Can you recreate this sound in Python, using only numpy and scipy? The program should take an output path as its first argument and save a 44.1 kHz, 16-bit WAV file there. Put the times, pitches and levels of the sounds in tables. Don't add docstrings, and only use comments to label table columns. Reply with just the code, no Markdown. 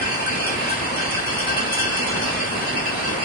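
import sys
import numpy as np
from scipy import signal
from scipy.fft import rfft, irfft, next_fast_len
from scipy.io import wavfile
from scipy.ndimage import uniform_filter1d

SR = 44100
rng = np.random.default_rng(int(sys.argv[2]) if len(sys.argv) > 2 else 0)


def bounce(signal):
    frames = np.transpose(np.atleast_2d(signal))
    limited = np.clip(frames, -1, 1)
    pcm = np.round(limited * 32767).astype(np.int16)
    wavfile.write(sys.argv[1], SR, pcm)


def gain_from_decibels(decibels):
    exponent = np.asarray(decibels, float) / 20
    return 10 ** exponent


N = 142884
LEFT_LEAD_S = 19 / 44100


def evened(x):
    return x / np.sqrt(np.mean(x ** 2) + 1e-20)


def read(points, hz):
    f, value = np.transpose(points)
    return np.interp(np.log(hz + 1), np.log(f + 1), value)


def curve(points):
    s, db = np.transpose(points)
    return gain_from_decibels(np.interp(np.arange(N) / SR, s, db))


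def add(mix, s, sound):
    part = mix[round(s * SR):][:len(sound)]
    part += sound[:len(part)]


# (frequency [Hz], likeness [0-1, clipped])
LIKENESS = [(30, 3), (170, 0.84), (330, 0.34), (600, 0.74), (1000, -0.15), (2200, 0.27), (4000, 0.14),
            (6000, -0.16)]


def wash(spectrum, level_db, patch_db, swell_db):
    frames = N // 256 + 5
    hz = np.fft.rfftfreq(1024, 1 / SR)
    a, b, c, d, patches = rng.standard_normal((frames, 513, 5)).T
    patches = uniform_filter1d(patches, size=8, axis=0)
    patches = evened(uniform_filter1d(patches, size=12, axis=1))
    swell = evened(uniform_filter1d(rng.standard_normal(frames), size=30))
    same = np.clip(read(LIKENESS, hz), 0, 1)[:, None]
    late = np.exp(-2j * np.pi * hz * LEFT_LEAD_S)[:, None]
    left = a + 1j * b
    right = same * late * left + np.sqrt(1 - same ** 2) * (c + 1j * d)
    gain_db = read(spectrum, hz)[:, None] + patch_db * patches + swell_db * swell
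    noise = signal.istft(np.array([left, right]) * gain_from_decibels(gain_db), nperseg=1024, noverlap=768)[1]
    return gain_from_decibels(level_db) * evened(noise[:, :N])


# (frequency [Hz], level [dB per Hz])
ROAR_SPECTRUM = [(15, -50), (25, -83), (91, -4.5), (252, -3.5), (486, -4), (1010, -4.5), (1400, -7),
                 (1570, -7), (2500, -7.5), (3250, -13.5), (5500, -120)]


def roar():
    return wash(ROAR_SPECTRUM + [(4000, -85.0)], level_db=-26, patch_db=1.2, swell_db=0.15)


# (frequency [Hz], level [dB per Hz])
HISS_SPECTRUM = [(1500, -39), (2500, -5), (4500, -4), (7000, -7), (9500, -14.5), (12000, -13)]


def hiss():
    return wash([(800, -53.0)] + HISS_SPECTRUM, level_db=-31.5, patch_db=2.2, swell_db=0.3)


def tone(hz, width_hz, waver):
    r = np.exp(-np.pi * width_hz / SR)
    slow = signal.lfilter([1 - r], [1, -r], rng.standard_normal((N, 2)) @ [1, 1j])
    carrier = np.exp(2j * np.pi * hz * np.arange(N) / SR)
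    return evened(((1 + waver * slow / np.std(slow)) * carrier).real)


def hum():
    hz, width_hz = 245, 14
    both = tone(hz, width_hz, 3.0)
    return gain_from_decibels(-43.5) * np.array([both + 0.32 * tone(hz, width_hz, 15.0) for port in "LR"])


# (time [s], level [dB])
WHINE_LEVEL = [(0, -37), (.1, -40), (.17, -50), (.23, -36), (.45, -36), (.58, -46), (.85, -56), (1.2, -47),
               (1.4, -56), (1.9, -54), (2.02, -44), (2.16, -54), (2.3, -39), (2.43, -43), (2.55, -54),
               (3.24, -54)]


def whine():
    hz, width_hz, trim_db = 2413, 5.6, -1
    both = tone(hz, width_hz, 0.14)
    ports = np.array([both + 0.79 * tone(hz, width_hz, 4.7) for port in "LR"])
    return gain_from_decibels(trim_db) * curve(WHINE_LEVEL) * ports


def hall(x):
    t60_s, top_t60_s, tail_db, direct_db = 0.27, 0.28, 2, -6
    taps = np.zeros((2, SR // 2))
    at = np.arange(200, SR // 2 - 20, 20) + rng.integers(0, 20, (2, (SR // 2 - 201) // 20))
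    np.put_along_axis(taps, at, rng.choice([-1., 1.], at.shape), 1)
    hz, t, z = signal.stft(taps, SR, nperseg=256)
    t60 = read([(1500, t60_s), (9000, top_t60_s)], hz)[:, None]
    tail = signal.istft(z * gain_from_decibels(-60 * t / t60), SR, nperseg=256)[1]
    tail *= gain_from_decibels(tail_db) / np.linalg.norm(tail[0])
    tail[0, 0] = tail[1, round(LEFT_LEAD_S * SR)] = gain_from_decibels(direct_db)
    return signal.fftconvolve(x[None], tail, axes=1)[:, :N]


# (frequency [Hz], spread between bottles [Hz], level [dB], T60 [s])
GLASS_MODES = [(1528, 14, -8, 0.06), (1566, 5, -4, 0.11), (2665, 45, 2, 0.04), (3030, 45, -5, 0.045),
               (3340, 53, -2, 0.048), (3500, 45, -12, 0.05), (4383, 130, -4.5, 0.045), (4900, 110, 0, 0.04),
               (5355, 51, -4.5, 0.06), (5800, 70, -2, 0.03), (6796, 49, -22.5, 0.034),
               (6740, 27, -14, 0.085), (7900, 65, -13, 0.021), (8640, 96, -17, 0.055)]


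def bottle(chance, low_db, high_db, rise_s):
    hz, spread, db, t60 = np.transpose(GLASS_MODES)[:, :, None]
    t = np.arange(SR // 4) / SR
    mode_spread_db = 3.5
    db = db + np.where(hz < 2000, low_db, high_db) + mode_spread_db * chance[:, 1:2]
    own_hz = hz + spread * chance[:, :1]
    rings = gain_from_decibels(db - 60 * t / t60) * np.sin(2 * np.pi * (own_hz * t + chance[:, 2:]))
    return rings.sum(0) * np.minimum(t / rise_s, 1)


# level [dB], in mode order
FAR_CARRY = [-7, -4.5, 6.5, -7.5, -8.5, -9, 0.5, 8.5, -5, -24, 17, -5, -9, -7]
# (time [s], level [dB])
JOSTLE_LEVEL = [(0.0, -45.5), (0.46, -37), (0.47, -38.5), (0.89, -41), (0.94, -50), (0.98, -38.5),
                (1.67, -33), (1.84, -31), (1.93, -35.5), (3.03, -46.5), (3.07, -46), (3.24, -36)]


def rattle():
    bottles, taps_per_s, tap_spread_db = 44, 500, 5
    near_trim_db, far_db, rise_s = 4, -34, 0.00044
    force = gain_from_decibels(tap_spread_db * np.minimum(rng.exponential(1, N), 4))
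    force = force * (rng.random(N) < taps_per_s / SR)
    which = rng.integers(0, bottles, N)
    chance = rng.standard_normal((bottles, len(GLASS_MODES), 3))
    carry_db = np.array(FAR_CARRY)[:, None]
    taps = []
    for k in range(bottles):
        tilt_db = k % 2 * carry_db
        ring = bottle(chance[k], tilt_db, tilt_db, rise_s)
        taps.append(signal.oaconvolve(force * (which == k), ring)[:N])
    near = evened(sum(taps[::2])) * curve(JOSTLE_LEVEL) * gain_from_decibels(near_trim_db)
    return near + evened(sum(taps[1::2])) * gain_from_decibels(far_db)


# (time [s], tick [dB], low ring [dB], high ring [dB])
HARD_KNOCKS = [(0.012, -20, -12, -23.5), (0.2622, -19.5, -17, -32), (0.4644, -16, -17, -20),
               (0.523, -49, -28, -38.5), (0.692, -19.5, -15, -23.5), (0.7018, -32, -20, -41),
               (0.9591, -49, -34, -25), (0.978, -28, -17, -45), (1.1055, -25, -35, -19),
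               (1.1627, -49, -19, -35), (1.261, -22.5, -35, -25), (1.3247, -15.5, -49, -33),
               (1.3842, -15.5, -33, -21), (1.4671, -11.5, -13, -20), (1.566, -14, -41, -26),
               (1.726, -12, -50, -19), (1.7464, -78, -20, -67), (1.7849, -7, -19, -15.5),
               (1.8104, -34, -24, -19), (1.8946, -29, -48, -37), (1.9679, -25, -49, -23),
               (2.0671, -23, -51, -21), (2.144, -37, -38, -31), (2.2162, -16, -29, -19),
               (2.4487, -20, -33, -60), (2.6108, -35.5, -22, -30), (2.86, -61, -28, -93),
               (3.0334, -35, -25, -39), (3.08, -34, -45, -27)]


def knocks():
    grit_db, tick_low_hz, tick_trim_db, tick_t60_s, tick_rise_s = -9.5, 5530, 4, 0.034, 0.004
    low_trim_db, high_trim_db, ring_rise_s = -4.5, -4.5, 0.0033
    tilt_db = 0.37 * np.array(FAR_CARRY)[:, None]
    out, t = np.zeros(N), np.arange(SR // 8) / SR
    chance = rng.standard_normal((len(HARD_KNOCKS), 2, len(GLASS_MODES), 3))
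    noise = rng.standard_normal((len(HARD_KNOCKS), 2, len(t)))
    grit = noise[:, 0] * gain_from_decibels(grit_db * evened(uniform_filter1d(noise[:, 1], size=90)))
    bright = signal.butter(2, tick_low_hz, "high", fs=SR, output="sos")
    grit = evened(signal.sosfilt(bright, grit))
    for (s, tick_db, low_db, high_db), pair, g in zip(HARD_KNOCKS, chance, grit):
        fade = gain_from_decibels(tick_db + tick_trim_db - 60 * t / tick_t60_s)
        add(out, s, g * fade * np.minimum(t / tick_rise_s, 1))
        for c in pair:
            add(out, s, bottle(c, low_db + low_trim_db, high_db + high_trim_db - tilt_db, ring_rise_s))
    return out


# (time [s], peak level [dB], pitch [Hz])
RIM_CLICKS = [(0.2612, -20.5, 8710), (0.4667, -22, 9250), (0.6917, -27, 8660), (0.9601, -25, 8700),
              (1.0913, -40, 9010), (1.1073, -21, 9150), (1.1594, -36, 9050), (1.26, -32, 9250),
              (1.3394, -41, 9250), (1.3842, -22, 10000), (1.468, -30, 9100), (1.5682, -23, 9300),
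              (1.7239, -18, 8800), (1.7857, -43, 9370), (1.8144, -24, 9490), (1.9673, -23, 9600),
              (2.0661, -24.5, 9280), (2.2163, -36, 9200), (2.4462, -36, 9430), (3.1836, -34, 9300)]


def clicks():
    lead_s, rise_s, t60_s, width_hz, trim_db = 0.003, 0.005, 0.08, 550, -8.5
    out, t = np.zeros(N), np.arange(SR // 10) / SR
    for (s, db, hz), g in zip(RIM_CLICKS, rng.standard_normal((len(RIM_CLICKS), len(t)))):
        band = signal.butter(1, [hz - width_hz, hz + width_hz], "band", fs=SR, output="sos")
        shape = gain_from_decibels(db + trim_db - 60 * t / t60_s) * np.minimum(t / rise_s, 1)
        add(out, s - lead_s, evened(signal.sosfilt(band, g)) * shape)
    return out


def scene():
    background = roar() + hiss() + hum()
    glass = hall(rattle() + knocks())
    return background + glass + whine() + clicks()


# (frequency [Hz], depth [dB])
DROPOUT_DEPTH = [(800, 15), (1500, 9.5), (3000, 8), (3800, 4.5), (5000, 7), (6200, 3.5), (7500, 4),
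                 (9000, 7.5)]


def muted(x):
    lead, wander_db = 1024 - 496, 2.6
    frame = dict(window="cosine", nperseg=2048, noverlap=1024)
    hz, _, z = signal.stft(np.pad(x, ((0, 0), (lead, 0))), SR, **frame)
    power = abs(z) ** 2
    spot = uniform_filter1d(power, size=4, axis=1)
    around = uniform_filter1d(power.mean(0), size=70, axis=0)
    wander = uniform_filter1d(rng.standard_normal(z.shape), size=24, axis=1)
    wander = evened(uniform_filter1d(wander, size=3, axis=2))
    limit_db = wander_db * wander - read(DROPOUT_DEPTH, hz)[:, None]
    kept = spot > around * gain_from_decibels(2 * limit_db)
    return signal.istft(z * kept, SR, **frame)[1][:, lead:lead + N]


# (frequency [Hz], width [Hz], gain [dB])
HOUSING_DIPS = [(2500, 64, -9), (3780, 240, -2.5), (4990, 370, -2), (5900, 910, -7.5), (5440, 190, 2)]
# (frequency [Hz], level [dB])
PORT_BALANCE = [(40, -1), (130, 0.5), (260, -3), (550, 0), (1140, -0.9), (2380, -0.9), (4980, -0.5),
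                (10400, -3)]
# (frequency [Hz], gain [dB])
SUM_GAIN = [(6500, 0), (6950, -2), (7450, -9), (7950, -3), (8400, 3), (9900, 3), (10600, -5), (10950, -14)]
# (frequency [Hz], gain [dB])
DIFFERENCE_GAIN = [(6500, 0), (7000, 2), (7600, 3), (8100, 1), (8700, -13), (9200, -22), (9700, -14),
                   (10500, 2)]


def colour_and_thin(dry):
    size = next_fast_len(N + 4096)
    hz = np.fft.rfftfreq(size, 1 / SR)
    dips_db = sum(db * np.exp(-((hz - f) / w) ** 2) for f, w, db in HOUSING_DIPS)
    balance_db = np.outer([.5, -.5], read(PORT_BALANCE, hz))
    left, right = rfft(dry, size) * gain_from_decibels(dips_db + balance_db)
    mid = (left + right) / 2 * gain_from_decibels(read(SUM_GAIN, hz))
    side = (left - right) / 2 * gain_from_decibels(read(DIFFERENCE_GAIN, hz))
    mid, side = muted(irfft(np.array([mid, side]), size)[:, :N])
    return np.array([mid + side, mid - side])


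def roll_off(x):
    return signal.sosfilt(signal.butter(12, 11000, fs=SR, output="sos"), x)


def record(dry):
    mix = colour_and_thin(dry)
    return roll_off(mix)


dry = scene()
out = record(dry)
bounce(out)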